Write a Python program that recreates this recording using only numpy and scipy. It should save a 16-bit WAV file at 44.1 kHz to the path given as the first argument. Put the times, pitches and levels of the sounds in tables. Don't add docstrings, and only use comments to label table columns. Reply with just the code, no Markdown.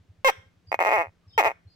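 import sys
import numpy as np
from scipy import signal
from scipy.fft import rfft, irfft, next_fast_len
from scipy.io import wavfile

SR = 44100
rng = np.random.default_rng(int(sys.argv[2]) if len(sys.argv) > 2 else 0)


def to_wav(s):
    ch = np.atleast_2d(s).T
    pcm = np.round(np.clip(ch, -1, 1) * 32767)
    wavfile.write(sys.argv[1], SR, pcm.astype(np.int16))


N = 77175
TIME = np.arange(N) / SR


def from_db(db):
    return 10 ** (np.asarray(db) / 20)


def colour(x, points, column=1):
    size, table = 2 * next_fast_len(N), np.array(points, float)
    hz = np.maximum(np.arange(size // 2 + 1) * SR / size, 1)
    db = np.interp(np.log(hz), np.log(table[:, 0]), table.T[column])
    cepstrum = irfft(np.log(from_db(db)))
    cepstrum[1:size // 2] *= 2
    cepstrum[size // 2 + 1:] = 0
    return irfft(rfft(x, size) * np.exp(rfft(cepstrum)))[..., :N]


def impulses(times, gain):
    out = np.zeros(N)
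    nearby = (times * SR).astype(int)[:, None] + np.arange(-8, 9)
    away = nearby - times[:, None] * SR
    np.add.at(out, np.clip(nearby, 0, N - 1), gain[:, None] * np.sinc(away) * np.sinc(away / 9))
    return out


def ring(clicks, hz, t60):
    decay, turn = from_db(-60 / (t60 * SR)), 2 * np.pi * hz / SR
    return signal.lfilter([0, np.sin(turn)], [1, -2 * decay * np.cos(turn), decay ** 2], clicks + 1e-18)


def echoes(x, t60):
    tail = rng.standard_normal((2, N)) * from_db(-60 * TIME / t60) * (TIME > .002)
    tail /= np.sqrt(np.sum(tail ** 2, axis=1, keepdims=True))
    return signal.fftconvolve(x, tail, axes=1)[:, :N]


# f/Hz, relative level/dB
AIR_TONE = [(25, -6), (100, -2), (200, -5), (400, -11.5), (1000, -19.5), (2500, -22.5), (6000, -30),
            (10000, -40), (16000, -45)]


def air():
    shared, spread = colour(rng.standard_normal((2, N)), AIR_TONE)
    return from_db(-46.5) * (shared + from_db(-5.5) * spread * np.array([[1], [-1]]))


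# t/s, relative level/dB
THUD_BEATS = [(0.01, -50), (0.106, -43), (0.196, -49), (0.289, -64), (0.39, -43), (.473, -52), (.577, -56),
              (0.688, -43), (0.784, -53.5), (.883, -52), (.991, -45.5), (1.085, -43), (1.172, -62.5),
              (1.282, -45), (1.369, -45.5), (1.474, -44), (1.556, -56), (1.672, -41.5)]


def distant_thuds(thud_hz=94.5, width_s=.014, hum_hz=170):
    thuds = np.zeros(N)
    for t, db in THUD_BEATS:
        swell = np.exp(-((TIME - t) / width_s) ** 2)
        thuds += from_db(db - 1) * swell * np.sin(2 * np.pi * thud_hz * (TIME - t))
    return thuds + from_db(-69.5) * np.sin(2 * np.pi * hum_hz * TIME)


# t/s, length/s, f/Hz, level/dB
THIN_SQUEAKS = [(0.668, 0.067, 4800, -60), (1.229, 0.0452, 1204, -72), (1.275, 0.1377, 5130, -64.5),
                (1.296, .07, 4590, -76), (1.3, 0.155, 3666, -67), (1.331, 0.093, 3156, -58.5),
                (1.67, 0.097, 4237, -71), (1.693, 0.0593, 4830, -68)]


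def squeaks(t60=0.023, fade_s=0.0077):
    out = np.zeros((2, N))
    for start, length, hz, db in THIN_SQUEAKS:
        noise = rng.standard_normal((2, N))
        whistle = ring(ring(noise, hz, t60), hz, t60)
        fade = np.clip(np.minimum(TIME - start, start + length - TIME) / fade_s, 0, 1)
        out += from_db(db) * whistle / whistle.std() * fade
    return out


# f/Hz, relative level/dB
ROOM_TONE = [(200, 13), (500, 1), (900, -7.5), (1500, 5), (2100, 5), (2800, -2), (3300, 11), (4500, -3.5),
             (5450, 9), (7000, -3), (8300, 4), (16000, -13)]
ROOM_SHARES = [-22.5, -31, -39.5, -30]


def room_echo(calls):
    reaching_room = sum(from_db(db) * call for db, call in zip(ROOM_SHARES, calls))
    return colour(echoes(reaching_room, t60=0.35), ROOM_TONE)


# f/Hz, left level/dB, right level/dB
HISS_TONE = [(295.3, -13.5, -15.5), (2513, 10.5, 4), (4000, -2, -6), (6300, -3.5, 1.5), (8500, -8.5, -5.5),
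             (10500, -23.5, -17.5), (12800, 2, -7.5), (15500, -10.5, -24)]


def hiss(times, db, harsh_db, breath, side, decay_s=0.005, knee_db=-6.5):
    leaks = impulses(times, from_db(db + (harsh_db + np.minimum(harsh_db, knee_db)) / 2))
    keep = np.exp(-2 / (decay_s * SR))
    puffs = np.sqrt(signal.lfilter([1 - keep], [1, -keep], leaks ** 2 + 1e-18))
    return from_db(-8) * colour(puffs * breath, HISS_TONE, column=side + 1)


# f/Hz, left level/dB, right level/dB
CRACK_TONE = [(300, 5, 2), (1500, -4.5, -1.5), (2700, 9, 19), (3558, 9, 10.5), (4200, 5, 6),
              (4900, -3.5, -9.5), (5670, 10, -5.5), (6370, -7, 2), (7843, 2.5, -11.5), (10380, -16.5, -15),
              (12500, 2, -3.5), (15500, -8, -23)]


def crack(times, db, side):
    return -from_db(-14) * colour(impulses(times, from_db(db)), CRACK_TONE, column=side + 1)


# f/Hz, ring time/s, left level/dB, right level/dB, left delay/ms
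RINGING_NOTES = [(554, 0.12, -61, -50.5, 0.16), (663, 0.053, -59.5, -54, 0.2),
                 (872, 0.041, -57.5, -55, 0.16), (1068, 0.031, -52.0, -42.5, 0.36),
                 (1920, 0.017, -22.0, -56.5, 0.39), (2174, 0.034, -26, -31.5, 0.46),
                 (2274, 0.046, -37.5, -31, 0.51), (2477, 0.056, -27.5, -30, 0.3)]


def ringing(times, db, side, bottom_hz=300, top_hz=2630):
    notes = np.zeros(N)
    for hz, t60, *levels, delay_ms in RINGING_NOTES:
        arrivals = times + (1 - side) * delay_ms / 1000
        notes += ring(impulses(arrivals, from_db(db + levels[side])), hz, t60)
    cut_highs = signal.butter(10, top_hz, fs=SR, output="sos")
    cut_lows = signal.butter(1, bottom_hz, "high", fs=SR, output="sos")
    return signal.sosfilt(np.vstack([cut_highs, cut_lows]), notes)


# f/Hz, left level/dB, right level/dB
MOUTH_TONE = [(100, -31.5, -39), (227.5, -46.5, -36.5), (303.2, -21.5, -15), (437, -11.5, -6.5),
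              (634.3, -0.4, 3), (827, 2, 3.5), (1052, -0.43, -7), (1532, -8, -9.5), (2200, -23.5, -6.5),
              (2412, -28, -3.5), (2805, -20, -14), (3215, -51, -34.5), (3830, -52, -56), (8000, -52, -62.5)]


def mouth_pop(times, db, side):
    return from_db(17) * colour(impulses(times, -from_db(db)), MOUTH_TONE, column=side + 1)


def snaps(call, jitter=0.0026, level_spread_db=0.8, harsh_spread_db=2, most_snaps=400):
    t, rate, db, harsh_db = np.transpose(call)
    time_wobble, level_wobble, harsh_wobble = rng.standard_normal((most_snaps, 3)).T
    times = [t[0]]
    for wobble in time_wobble[1:]:
        following = times[-1] + (1 + jitter * wobble) / np.interp(times[-1], t, rate)
        if following > t[-1]:
            break
        times.append(following)
    levels = np.interp(times, t, db) + level_spread_db * level_wobble[:len(times)]
    harshness = np.interp(times, t, harsh_db) + harsh_spread_db * harsh_wobble[:len(times)]
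    return np.array(times), levels, harshness


# t/s, snap rate/Hz, relative level/dB, harshness/dB
BARK_CALL = [(.2458, 538, -1.5, 2.5), (.262, 531, -1, -0.5), (.274, 528, 0.5, 0.5), (.278, 530, -1.5, 6),
             (.282, 483, 0, 2), (.293, 390, -1.5, 0), (.2955, 246, 0.5, 1), (.301, 160, -6, 7.5)]
CLICK_CALL = [(.7177, 108.4, -1.4, -5.5), (0.7254, 62.16, -.5, -5.5), (.748, 61, 0.67, -5.5)]
RASP_CALL = [(0.7908, 81.33, 0, -11.5), (0.8032, 183.5, -1, -8.5), (0.8085, 195.3, -0.5, -11.5),
             (0.8192, 161, -0.5, -10.5), (.8255, 89.1, -1, -7.5), (.8367, 79, -1.5, -8.5),
             (.8494, 92.84, 0, -3), (0.8604, 180.2, 0.5, -8.5), (0.8665, 213.6, -0.5, -9),
             (0.8795, 214, 0, -12.5), (0.8841, 176.9, -3, -12), (0.8909, 143.9, 0.5, -7.5),
             (0.8973, 108.8, -3, -6.5), (0.9049, 103.1, -0.5, -8), (0.9161, 147.6, 0.5, -12.5),
             (.9333, 218, 0.5, -9.5), (0.954, 215.2, -2, -10), (.971, 195.7, -1.5, -14),
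             (.981, 170.9, -1.5, -12), (1.018, 167.2, -3.5, -15.5), (1.029, 140, -12, -13),
             (1.05, 138.9, -17, -19.5), (1.0557, 99.2, -17.5, -18), (1.066, 76.68, -21, -19),
             (1.093, 98.7, -38, -23)]
BARK_INTO_RASP = [(1.378, 470.1, 0.5, 0.5), (1.394, 412, -0.5, -2.5), (1.4068, 301.1, -1, -3),
                  (1.4101, 177.5, -3.5, -5), (1.4167, 94.24, -3.5, -5.5), (1.4268, 100.1, -1, -11.5),
                  (1.4382, 119.1, -3.5, -3.5), (1.453, 174.4, 1.5, -7.5), (1.464, 227.8, -1, -7),
                  (1.475, 219.9, -1.5, -11.5), (1.4911, 150.3, -9, -10.5), (1.513, 102.1, -11, -13.5),
                  (1.523, 108, -13, -13.5)]


def gecko(call, left_delay_s=.00021):
    times, db, harsh_db = snaps(call)
    breath = rng.standard_normal(N)
    ears = []
    for side, delay in enumerate((left_delay_s, 0)):
        arrivals = times + delay
        ears.append(mouth_pop(arrivals, db, side)
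                    + ringing(times, db, side)
                    + crack(arrivals, db + harsh_db, side)
                    + hiss(arrivals, db, harsh_db, np.roll(breath, int(delay * SR)), side))
    return np.array(ears)


def scene():
    calls = [gecko(call) for call in (BARK_CALL, CLICK_CALL, RASP_CALL, BARK_INTO_RASP)]
    voice = sum(calls)
    pen_echo = from_db(-13.5) * echoes(voice, t60=0.05)
    return voice + pen_echo + room_echo(calls) + squeaks() + distant_thuds() + air()


def record(dry):
    stop_hz = 16900
    return signal.sosfilt(signal.cheby2(16, 70, stop_hz, fs=SR, output="sos"), dry)


dry = scene()
out = record(dry)
to_wav(out)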